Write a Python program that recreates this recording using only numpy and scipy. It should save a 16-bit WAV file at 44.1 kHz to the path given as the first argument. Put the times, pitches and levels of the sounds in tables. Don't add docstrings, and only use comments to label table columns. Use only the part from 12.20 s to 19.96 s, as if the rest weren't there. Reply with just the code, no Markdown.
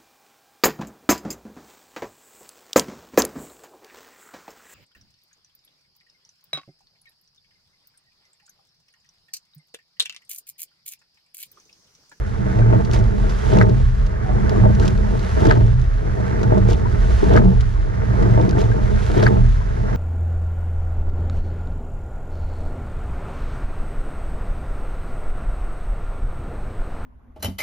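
import sys
import numpy as np
from scipy import signal
from scipy.fft import rfft, irfft
from scipy.io import wavfile
from scipy.ndimage import uniform_filter1d

SR = 44100
rng = np.random.default_rng(int(sys.argv[2]) if len(sys.argv) > 2 else 0)


def bounce(signal):
    frames = np.transpose(np.atleast_2d(signal))
    limited = np.clip(frames, -1, 1)
    pcm = np.round(limited * 32767).astype(np.int16)
    wavfile.write(sys.argv[1], SR, pcm)


N = 342216
TIME = np.arange(N) / SR
FREQ = np.maximum(np.fft.rfftfreq(N, 1 / SR), 1).astype(np.float32)


# (time [s], nearest sleeve level [dB], lead of the next sleeve [s],
# next sleeve level [dB], gate level [dB] above the nearest sleeve, effort of the stroke [dB])
FINISHES = [(1.413, -6, 0.044, -19, -2.5, -0.04), (3.3114, -5.5, .055, -20, 3, 1),
            (5.1741, -7, 0.014, -19, -1.5, 0), (7.0665, -6, 0.036, -15.5, 0.5, 1.5)]
STROKE_S, RECOVERY_STARTS_S = 1.868, 0.33
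# (time from the finish [s], rolling seats level [dB], rigging rattle level [dB])
CREW = [(-1.498, -29.5, -42.5), (-1.178, -18, -33), (-0.807, -12.5, -26), (-0.78, -18, -36.5),
        (-0.657, -14.5, -26), (-0.566, -17.5, -31), (-0.303, -19.5, -34), (-0.2, -25, -36.5),
        (-0.052, -11, -21.5), (0.134, -14.5, -32.5), (0.26, -28, -46)]
# (time from the finish [s], hull wash level [dB], blade spray level [dB])
WATER = [(-1.356, -45.5, -54.5), (-1.04, -40.5, -50), (-0.48, -44.5, -51.5), (-0.246, -42, -45.5),
         (-0.093, -41, -42.5), (-0.022, -37, -45.5), (0.013, -36, -41), (0.022, -46, -49.5),
         (0.29, -48, -52)]

# (time [s], level [dB], brightness [dB])
THUMPS = [(0.39, -19, 6), (0.488, -25.5, 2), (0.527, -12.5, 2), (0.559, -17.5, 0), (0.649, -30, 1),
          (0.74, -22, 8.5), (0.94, -22, -2), (1.308, -25, -2), (1.33, -19.5, 3), (1.369, -17, 3),
          (1.415, -21, 0), (1.495, -20.5, -7), (1.601, -32.5, 11.5), (2.153, -25, 2), (2.332, -30, 5),
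          (2.381, -23.5, 4), (2.445, -12.5, -3), (2.604, -25, 1), (2.646, -18, -1), (3.175, -17, 3),
          (3.222, -15.5, 1.5), (3.272, -10.5, -5), (3.312, -17, 5), (3.374, -17.5, -1), (3.41, -23, 5.5),
          (3.44, -26, -2), (4.113, -28, 8), (4.232, -19, 7), (4.321, -14.5, -1.5), (4.372, -14, -7),
          (4.488, -19, -6), (4.735, -29.5, -2), (5.03, -16.5, -4), (5.07, -19.5, 1), (5.109, -16, 1),
          (5.158, -11.5, 7.5), (5.221, -20, 2), (5.256, -17.5, -3), (5.82, -25, 9), (6.023, -16, -0.5),
          (6.061, -18.5, -9), (6.178, -15, -2.5), (6.198, -16.5, 2.5), (6.283, -16.5, -7), (6.372, -18, 0),
          (6.699, -27, 0), (6.901, -21, 6), (6.972, -11.5, 0), (6.996, -19, -2), (7.028, -14.5, 3),
          (7.131, -20, 3), (7.17, -17.5, 2)]
# (frequency [Hz], width [Hz], mid level [dB], side level [dB])
HULL = [(122, 7.4, -15, -6), (187.6, 5.6, 8, 15), (319.7, 10, 5.5, -1), (377, 34.3, 2.5, 4),
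        (422, 17.6, 0, 9), (449, 14, 0, 1.5), (614.7, 28, -4.5, 3), (640, 77, -19, -38), (870, 45, -11, 3),
        (1270, 560, -16, -24)]
# (frequency [Hz], level [dB per Hz])
THUD_TONE = [(90, -18), (170, -8.5), (215, 6), (260, -4.5), (340, -0.5), (400, 2), (480, 6), (550, -9.5),
             (670, 2.5), (780, -18), (920, -12), (1100, -25.5), (2000, -35), (6000, -76)]
THUD_DB, THUD_SIDE_DB = 29.5, 2
# (time [s], level [dB])
PIN_KNOCKS = [(0.388, -20.5), (0.533, -13.5), (0.545, -17.5), (1.33, -16), (1.369, -13), (1.601, -23),
              (2.438, -14.5), (2.452, -9.5), (4.322, -10.5), (4.373, -13), (4.487, -16), (5.125, -18),
              (5.158, -16), (6.026, -14), (6.176, -16), (6.198, -12), (6.903, -20), (7.028, -13)]
# (frequency [Hz], width [Hz], mid level [dB], side level [dB])
RIGGER = [(504, 27, 9, 9.5), (618, 36, 10, 9), (613, 34, -1, 12.5), (825, 40, -13, 0), (888, 28, -5, 14.5),
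          (1110, 99, -15, -9)]
# (frequency [Hz], width [Hz], mid level [dB], side level [dB])
LOCK = [(626, 84, -9, -0.5), (930, 110, 0, 8), (1280, 85, 4.5, 4), (1530, 124, 3.5, 2),
        (1688, 120, -0.5, 2), (1910, 84, -5.5, -4)]
# (frequency [Hz], width [Hz], mid level [dB], side level [dB])
GATE = [(3400, 700, -12, -18), (4450, 460, 0, -17)]
TOUCH_S, TOUCH_DB = 0.00482, -8.5
SCUFF_S, SCUFF_DB = 0.00131, -7.5
BOUNCE_S, BOUNCE_DB, BOUNCE_FADE_DB = 0.0059, -13, -5
CLATTER_EARLY_S, CLATTER_LATE_S, CLATTER_DB = .1, .06, -22
# (time [s], nominal frequency [Hz], length [s], rms level at the top [dB])
BOOMS = [(0.17, 202, 0.38, -29.5), (0.346, 113, 0.29, -13.5), (0.695, 108.9, 0.3, -19.5),
         (0.968, 41, 0.26, -16.5), (1.32, 111.3, 0.25, -15), (1.353, 186.6, .12, -19.5),
         (1.481, 124, 0.32, -22), (1.554, 37, .3, -17.5), (2.355, 109.3, .2, -18.5),
         (2.417, 208.1, 0.19, -22.5), (2.522, 101.8, 0.24, -20), (3.328, 110.9, 0.27, -15.5),
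         (3.428, 37.1, 0.4, -19), (3.478, 124, .2, -18.5), (4.23, 107.8, 0.34, -17.5),
         (4.333, 190.4, .22, -23), (4.868, 55.8, 0.13, -21), (5.112, 110, 0.17, -17),
         (5.218, 119.5, 0.23, -18.5), (5.231, 189.7, .14, -16.5), (6.031, 112, 0.29, -13.5),
         (6.296, 112.2, 0.3, -15.5), (6.945, 111.5, 0.21, -20.5), (7.124, 38.36, 0.51, -14.5),
         (7.176, 118.5, .17, -16)]
# (frequency [Hz], width [Hz], mid level [dB], side level [dB])
SLIDES = [(89.6, 13, -10.5, -17.5), (113, 7.9, -3, -12.5), (124.9, 7.6, -8, -10), (185.6, 11.4, -9, -20),
          (203.5, 7.4, -12, -3.5)]
# (time [s], length [s], frequency [Hz], width [Hz], level [dB])
GROAN = (2, .22, 749, 35, -38)

# (time [s], length [s], low churn level [dB], time of the spray peak [s], gritty spray level [dB])
RELEASES = [(1.328, .11, -31, 1.33, -41.5), (3.167, 0.13, -32.5, 3.3, -39),
            (5.027, 0.19, -27, 5.125, -41.5), (6.95, .13, -32, 7, -40.5)]
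# (frequency [Hz], level [dB per Hz])
CHURN_TONE = [(120, -23), (175, 7), (225, 10), (290, -8), (420, 1.5), (540, -11.5), (660, -12.5),
              (900, -16), (1500, -23), (2200, -29.5), (4000, -64)]
# (frequency [Hz], level [dB per Hz])
GRIT_TONE = [(400, -19), (1000, -4), (1700, 3), (2400, 1.5), (3300, 8), (4500, -3), (6500, -17),
             (12000, -37)]
GRIT_RISE_S, GRIT_FALL_S = .035, .04
# (time [s], frequency [Hz], level [dB])
GULPS = [(0.535, 318, -16), (1.335, 410, -15), (1.372, 385, -17.5), (3.223, 400, -17.5),
         (3.272, 299, -15.5), (3.285, 438, -15), (4.374, 359, -19), (5.03, 401, -16), (5.1, 438, -16),
         (6.198, 330, -18.5), (6.975, 450, -18), (7.045, 369, -16.5)]
# (time [s], length [s], level [dB])
SPLASHES = [(0.709, 0.083, -37), (2.589, 0.12, -42.5), (4.458, 0.12, -41), (6.364, 0.09, -39)]
# (frequency [Hz], level [dB per Hz])
SPLASH_TONE = [(300, -14), (1200, 10), (2800, 2.5), (4500, 2), (6200, 0.5), (8000, -9), (12000, -21.5),
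               (14000, -43)]
# (frequency [Hz], level [dB per Hz])
SPRAY_TONE = [(100, -30.5), (900, 8.5), (2200, 6.5), (3800, 4.5), (5000, 1), (6200, -0.5), (8000, -8.5),
              (10000, -12), (12200, -23.5), (14000, -46.5)]
# (frequency [Hz], side minus mid [dB])
SPRAY_SIDE = [(1500, -7.5), (2800, -5.5), (4200, -8), (6200, -1), (12000, 2)]
# (time [s], level [dB], ring frequency [Hz], rattle decay [s])
TICKS = [(0.388, -38, 3800, 0.0056), (0.649, -31.5, 3300, 0.0062), (0.7135, -29, 3850, 0.0027),
         (0.735, -23.5, 3150, 0.0029), (0.7448, -25, 5630, 0.009), (0.790, -33, 5500, .003),
         (0.841, -38, 6000, 0.00089), (1.096, -27.5, 5600, 0.018), (1.335, -29.5, 5650, 0.0058),
         (1.3715, -27, 4900, 0.0034), (1.387, -25.5, 4500, 0.0021), (1.429, -32, 4500, 0.0039),
         (1.4945, -33, 4100, 0.0059), (1.8642, -34, 3650, .006), (2.295, -26.5, 5170, 0.0034),
         (2.55, -33.5, 5660, 0.0065), (2.598, -27.5, 5530, 0.0041), (2.6566, -29, 3800, 0.012),
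         (2.679, -19, 3040, 0.004), (2.7775, -35, 4600, .002), (2.993, -31, 4500, 0.0074),
         (3.253, -24, 3200, 0.01), (3.2682, -26.5, 4240, .003), (3.272, -29, 4600, .0015),
         (3.288, -36, 4400, 0.0013), (3.341, -41, 4600, .001), (3.375, -39, 4900, .002),
         (3.596, -44, 4500, .002), (3.615, -37.5, 4500, .004), (4.215, -37, 4000, 0.0048),
         (4.231, -28, 4130, 0.0067), (4.3787, -34, 4200, .006), (4.5083, -32, 4500, .004),
         (4.531, -27.5, 4070, .004), (5.1357, -27, 3800, 0.0045), (5.1647, -25, 4200, 0.0029),
         (5.408, -28, 3970, 0.0075), (6.026, -31.5, 4130, .005), (6.213, -33, 3710, 0.0065),
         (6.2922, -27.5, 4750, 0.0047), (6.31, -30, 3940, .003), (6.391, -36, 3900, 0.0053),
         (6.831, -35, 4200, .008), (6.979, -30, 4170, .003), (7.0274, -24, 3080, 0.0037),
         (7.037, -23.5, 3460, 0.0073)]
# (frequency [Hz], level [dB per Hz])
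TICK_TONE = [(300, -33), (1500, -4), (2800, 5.5), (4500, 5.5), (6200, 2), (8000, -11), (12000, -20.5),
             (14000, -46)]
DRIP_SPAN_S, DRIP_TOP_HZ, DRIP_DB = .5, 5000, 10
# (time [s], starting frequency [Hz], level [dB])
PLOPS = [(0.419, 1520, -27), (0.81, 1420, -33), (2.36, 1124, -25), (2.624, 1535, -26.5), (4.241, 1410, -29),
         (4.51, 1500, -33), (4.656, 940, -22), (5.559, 1070, -34), (5.81, 1410, -31), (6.33, 1500, -28.5),
         (6.516, 1570, -27), (7.41, 970, -31)]
# (frequency [Hz], level [dB per Hz])
WASH_TONE = [(40, -28), (250, -6), (450, 3.5), (760, -1.5), (900, -3.5), (1080, 1), (1600, 3.5),
             (2050, -1.5), (2400, -10.5), (3500, -34.5), (6000, -28), (14000, -74)]
# (frequency [Hz], side minus mid [dB])
WASH_SIDE = [(250, -32), (500, 11.5), (900, 4), (1500, 3.5), (2100, -2), (4000, 11.5)]
# (time [s], level [dB])
WIND = [(0.0, -24.5), (0.82, -17), (0.86, -19), (1.1, -21), (1.19, -25.5), (1.23, -19), (1.71, -18),
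        (2.03, -21), (2.53, -15.5), (3.11, -21), (3.26, -15.5), (4.0, -23), (4.32, -18), (5.47, -15.5),
        (5.53, -20.5), (6.89, -17), (7.33, -17.5), (7.76, -20.5)]
# (frequency [Hz], level [dB per Hz])
WIND_TONE = [(12, -41.5), (24, -15), (37, 7.5), (48, 3.5), (58, 1), (74, 1), (86, -7.5), (110, -3),
             (160, -21.5), (400, -67), (4000, -130)]
# (frequency [Hz], side minus mid [dB])
WIND_SIDE = [(30, -7), (60, -9), (120, -5.5)]
# (frequency [Hz], left minus right [dB])
PORT_BALANCE = [(30, -0.4), (70, -2), (180, -0.5), (350, 3.5), (700, -3.5), (1400, -2), (3000, -1.3),
                (5500, 0), (8000, -3), (13000, -13.5)]
TOP_HZ = 14500


def undb(db):
    return 10 ** (np.asarray(db) / 20)


def curve(rows, axis):
    rows = np.array(rows)
    return undb(np.interp(TIME, rows[:, 0], rows[:, axis]))


def each_stroke(rows, axis):
    finishes = np.array(FINISHES)
    finish, effort_db = finishes[:, 0], finishes[:, -1]
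    effort = np.interp(TIME, finish - STROKE_S / 2, effort_db)
    finish = np.r_[finish[0] - STROKE_S, finish, finish[-1] + STROKE_S]
    since = TIME - finish[np.searchsorted(finish + RECOVERY_STARTS_S, TIME)]
    rows = np.array(rows)
    return undb(effort + np.interp(since, rows[:, 0], rows[:, axis], period=STROKE_S))


def tone(points):
    hz, db = np.transpose(points)
    return undb(np.interp(np.log(FREQ), np.log(hz), db))


def even_tone(points):
    gain = tone(points)
    return gain / np.sqrt(np.mean(gain ** 2))


def unit(pair):
    return pair / np.std(pair[0])


def ports(force, mid, side, shared):
    first, second = rfft(force)
    shared = np.clip(shared, 0, 1)
    side_force = 1j * shared * first + np.sqrt(1 - shared ** 2) * second
    return irfft([first * mid, side_force * side], N)


def ring(force, modes, shared):
    mid = side = 0
    for hz, width, mid_db, side_db in np.float32(modes):
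        mode = 1 / (1 + 1j * (hz / width * (FREQ / hz - hz / FREQ)))
        mid = mid + float(undb(mid_db)) * mode
        side = side + float(undb(side_db)) * mode
    return ports(force, mid, side, shared)


def soften(x, hz, kind="low", order=2):
    return signal.sosfilt(signal.butter(order, hz, kind, fs=SR, output="sos"), x)


def walk(rate):
    k = int(SR / rate)
    steps = np.repeat(rng.standard_normal(N // k + 1), k)
    return 1.3 * uniform_filter1d(uniform_filter1d(steps, k), k)[:N]


def grains(rate, spread_db):
    size = undb(spread_db * np.minimum(rng.exponential(size=N), 4))
    struck = rng.random(N) < rate / SR
    return unit(struck * size * rng.standard_normal((2, N)))


def add(force, start, db, chatter, chatter_s):
    t = np.arange(4096) / SR
    blow = rng.standard_normal((2, len(t))) * np.exp(-t / chatter_s)
    blow *= chatter / np.linalg.norm(blow[0])
    blow[:, 0] += 1
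    i = int(start * SR)
    force[:, i:i + len(t)] += undb(db) * blow[:, :N - i]


def ping(start, hz, decay_s, rise_s, glide):
    out, i = np.zeros(N), int(start * SR)
    t = TIME[:min(SR // 10, N - i)]
    swell = np.exp(-t / decay_s) * (1 - np.exp(-t / rise_s))
    out[i:i + len(t)] = swell * np.sin(2 * np.pi * hz * t * (1 + glide * t / decay_s / 2))
    return out


def case(force, points):
    colour = even_tone(points)
    return ports(force, colour, colour * tone(SPRAY_SIDE), shared=.15)


def knocks():
    dull, hard = np.zeros((2, 2, N))
    for start, db, bright_db in THUMPS:
        add(dull, start, db, chatter=1.0, chatter_s=0.011)
        add(hard, start, db + bright_db, chatter=1.0, chatter_s=0.014)
    force = undb(38.0) * soften(dull, hz=493) + undb(27.0) * soften(hard, hz=487, kind="high")
    thud = ports(dull, tone(THUD_TONE), tone(THUD_TONE) * undb(THUD_SIDE_DB), shared=0.2)
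    return soften(ring(force, HULL, shared=0.96), hz=1740) + undb(THUD_DB) * thud


def pins():
    force = np.zeros((2, N))
    for start, db in PIN_KNOCKS:
        add(force, start, db, chatter=.9, chatter_s=.008)
    knock = soften(ring(force, RIGGER, shared=0.75), hz=1160, order=3)
    return undb(26) * soften(knock, hz=330, kind="high")


def clacks():
    force, shake = np.zeros((2, 2, N))
    for finish, nearest_db, lead, next_db, gate_db, _ in FINISHES:
        for start, db in (finish - lead, next_db), (finish, nearest_db):
            add(force, start - TOUCH_S, db + TOUCH_DB, chatter=0.7, chatter_s=0.004)
            add(force, start - SCUFF_S, db + SCUFF_DB, chatter=0.69, chatter_s=0.002)
            add(force, start, db, chatter=.4, chatter_s=.002)
        for when, softness in rng.random((7, 2)):
            start = finish - CLATTER_EARLY_S + when * (CLATTER_EARLY_S + CLATTER_LATE_S)
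            add(force, start, CLATTER_DB - 8 * softness, chatter=.5, chatter_s=.002)
        add(shake, finish, nearest_db + gate_db, chatter=1.0, chatter_s=0.0018)
        delays = np.cumsum(BOUNCE_S * (.5 + rng.random(size=4)))
        for k, delay in enumerate(delays):
            bounce_db = nearest_db + BOUNCE_DB + k * BOUNCE_FADE_DB
            add(force, finish + delay, bounce_db, chatter=1, chatter_s=0.0031)
    body = soften(ring(force, LOCK, shared=.5), hz=2100, order=12)
    gate = soften(ring(shake, GATE, shared=.2), hz=3000, kind="high", order=4)
    return undb(24.5) * body + undb(9.5) * soften(gate, hz=5600, order=4)


def rattle():
    impacts = soften(grains(rate=1000, spread_db=0.5), hz=265, kind="high", order=3)
    hull = soften(ring(impacts, HULL, shared=0.96), hz=936, order=3)
    return unit(hull) * each_stroke(CREW, axis=2) * undb(-2.0 + 1.3 * walk(rate=20))


def booms():
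    out = np.zeros((2, N))
    waver = np.cumsum(1 + 0.01502 * walk(rate=12)) / SR
    for start, hz, length, db in BOOMS:
        span = slice(int(start * SR), int((start + length) * SR))
        age = np.clip((TIME[span] - start) / length, 0, 1)
        swell = np.sqrt(2) * undb(db) * np.sin(np.pi * age ** 0.63)
        phase = 2 * np.pi * (hz * waver[span] + rng.random())
        out[:, span] += swell * np.array([np.sin(phase), hz / 260 * np.cos(phase)])
    return out


def seats():
    drone = soften(ring(rng.standard_normal((2, N)), SLIDES, shared=0.76), hz=208.0, order=4)
    return unit(soften(drone, hz=76, kind="high")) * each_stroke(CREW, axis=1) * undb(-6.0)


def groan():
    start, length, hz, width, db = GROAN
    slips = unit(ring(grains(rate=500, spread_db=3), [(hz, width, 0, 4)], shared=.7))
    swell = np.sin(np.pi * np.clip((TIME - start) / length, 0, 1))
    return soften(slips, hz=1200) * undb(db) * swell


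def releases():
    churn = grit = 0
    for start, length, churn_db, peak, grit_db in RELEASES:
        churn_shape = np.interp((TIME - start) / length, [0, .02, .8, 1.2], [0, 1, 1, 0])
        grit_shape = np.exp(-np.maximum((peak - TIME) / GRIT_RISE_S, (TIME - peak) / GRIT_FALL_S))
        churn = churn + undb(churn_db) * churn_shape
        grit = grit + undb(grit_db) * grit_shape
    lumps, drops = grains(rate=700, spread_db=1), grains(rate=1500, spread_db=2.5)
    colour = even_tone(CHURN_TONE)
    return ports(lumps * churn, colour, colour * undb(5), shared=.5) + case(drops * grit, GRIT_TONE)


def gulps():
    pockets = sum(undb(db) * ping(start, hz, decay_s=0.015, rise_s=.0012, glide=.004)
                  for start, hz, db in GULPS)
    rocking = np.gradient(pockets) * SR / (2 * np.pi * 430)
    return np.array([pockets, 1.5 * rocking])


def spray():
    fizz = grains(rate=12000, spread_db=1) * undb(walk(rate=18))
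    drops = grains(rate=220, spread_db=2.3) * undb(-7.5)
    off_blades = (fizz + drops) * each_stroke(WATER, axis=2) * undb(.5)
    patter = grains(rate=3000, spread_db=2.3) * undb(2.4 * walk(rate=110) - 1.8)
    thrown = 0
    for start, length, db in SPLASHES:
        age = np.maximum(TIME - start, 0) / length
        swell = (2.5 * age) ** 2 * np.exp(2 - 5 * age)
        ripple = 1 + .25 * np.cos(2 * np.pi * (age - .4))
        thrown = thrown + undb(db) * swell * ripple
    return case(off_blades, SPRAY_TONE) + case(patter * thrown * undb(1.5), SPLASH_TONE)


def droplets(count):
    out = np.zeros((2, N))
    for start, length, db in SPLASHES:
        for when, size, strength, across in rng.random((count, 4)):
            landing = start + length * (.15 + .7 * when)
            tiny_ring = ping(landing, 4500 * 4 ** -size, decay_s=.0014, rise_s=.0002, glide=.02)
            drop = undb(db + 9) * strength * tiny_ring
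            out[0] += drop
            out[1] += (across - .5) * drop
    return soften(out, hz=6000, order=4)


def ticks():
    force, rings = np.zeros((2, N)), 0
    for start, db, hz, rattle_s in TICKS:
        add(force, start, db + 6, chatter=2.4, chatter_s=rattle_s)
        rings = rings + undb(db - 5) * ping(start, hz, decay_s=.0009, rise_s=.0002, glide=0)
    return case(force, TICK_TONE) + soften(rings, hz=8000, order=4) * np.array([[1], [-.3]])


def drips(count):
    drops = np.zeros(N)
    for finish, *_ in FINISHES:
        for early, size, strength in rng.random((count, 3)):
            start, hz = finish - early * DRIP_SPAN_S, DRIP_TOP_HZ * 4 ** -size
            drops += strength ** 2 * ping(start, hz, decay_s=.0025, rise_s=.0003, glide=.02)
    drops = soften(drops, hz=6000, order=6)
    return drops * each_stroke(WATER, axis=2) * undb(DRIP_DB) * np.array([[1], [-.6]])


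def plops():
    bubbles = sum(undb(db) * ping(start, hz, decay_s=0.0088, rise_s=0.00065, glide=0.032)
                  for start, hz, db in PLOPS)
    return bubbles * np.array([[1], [1.4]])


def gurgles(count):
    bubbles = np.zeros(N)
    for when, size, strength in rng.random((count, 3)):
        start, hz = when * TIME[-1], 1900 * 3 ** -size
        bubbles += strength * ping(start, hz, decay_s=.007, rise_s=.001, glide=.04)
    return bubbles * each_stroke(WATER, axis=1) * undb(10) * np.array([[1], [1.3]])


def wash():
    lapping = undb(1.1 * walk(rate=30))
    bubbles = grains(rate=3200, spread_db=1.3) * lapping
    stream = ports(bubbles, tone(WASH_TONE), tone(WASH_TONE) * tone(WASH_SIDE), shared=0.64)
    return unit(stream) * each_stroke(WATER, axis=1) * undb(1.0)


def wind():
    noise = rng.standard_normal((2, N))
    air = ports(noise, tone(WIND_TONE), tone(WIND_TONE) * tone(WIND_SIDE), shared=0.66)
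    return unit(air) * curve(WIND, axis=1) * undb(0.42)


def scene():
    boat = knocks() + pins() + clacks() + rattle() + booms() + seats() + groan()
    blades = releases() + gulps() + spray() + droplets(count=40) + ticks() + drips(count=35)
    alongside = plops() + gurgles(count=130) + wash()
    mid, side = boat + blades + alongside + wind()
    return np.array([mid + side, mid - side])


def record(dry):
    balance = tone(PORT_BALANCE)
    sound = irfft(rfft(dry) * np.sqrt([balance, 1 / balance]), N)
    sound = sound / (1 + sound ** 6) ** (1 / 6)
    return signal.sosfilt(signal.ellip(8, .2, 70, TOP_HZ, fs=SR, output="sos"), sound)


dry = scene()
out = record(dry)
bounce(out)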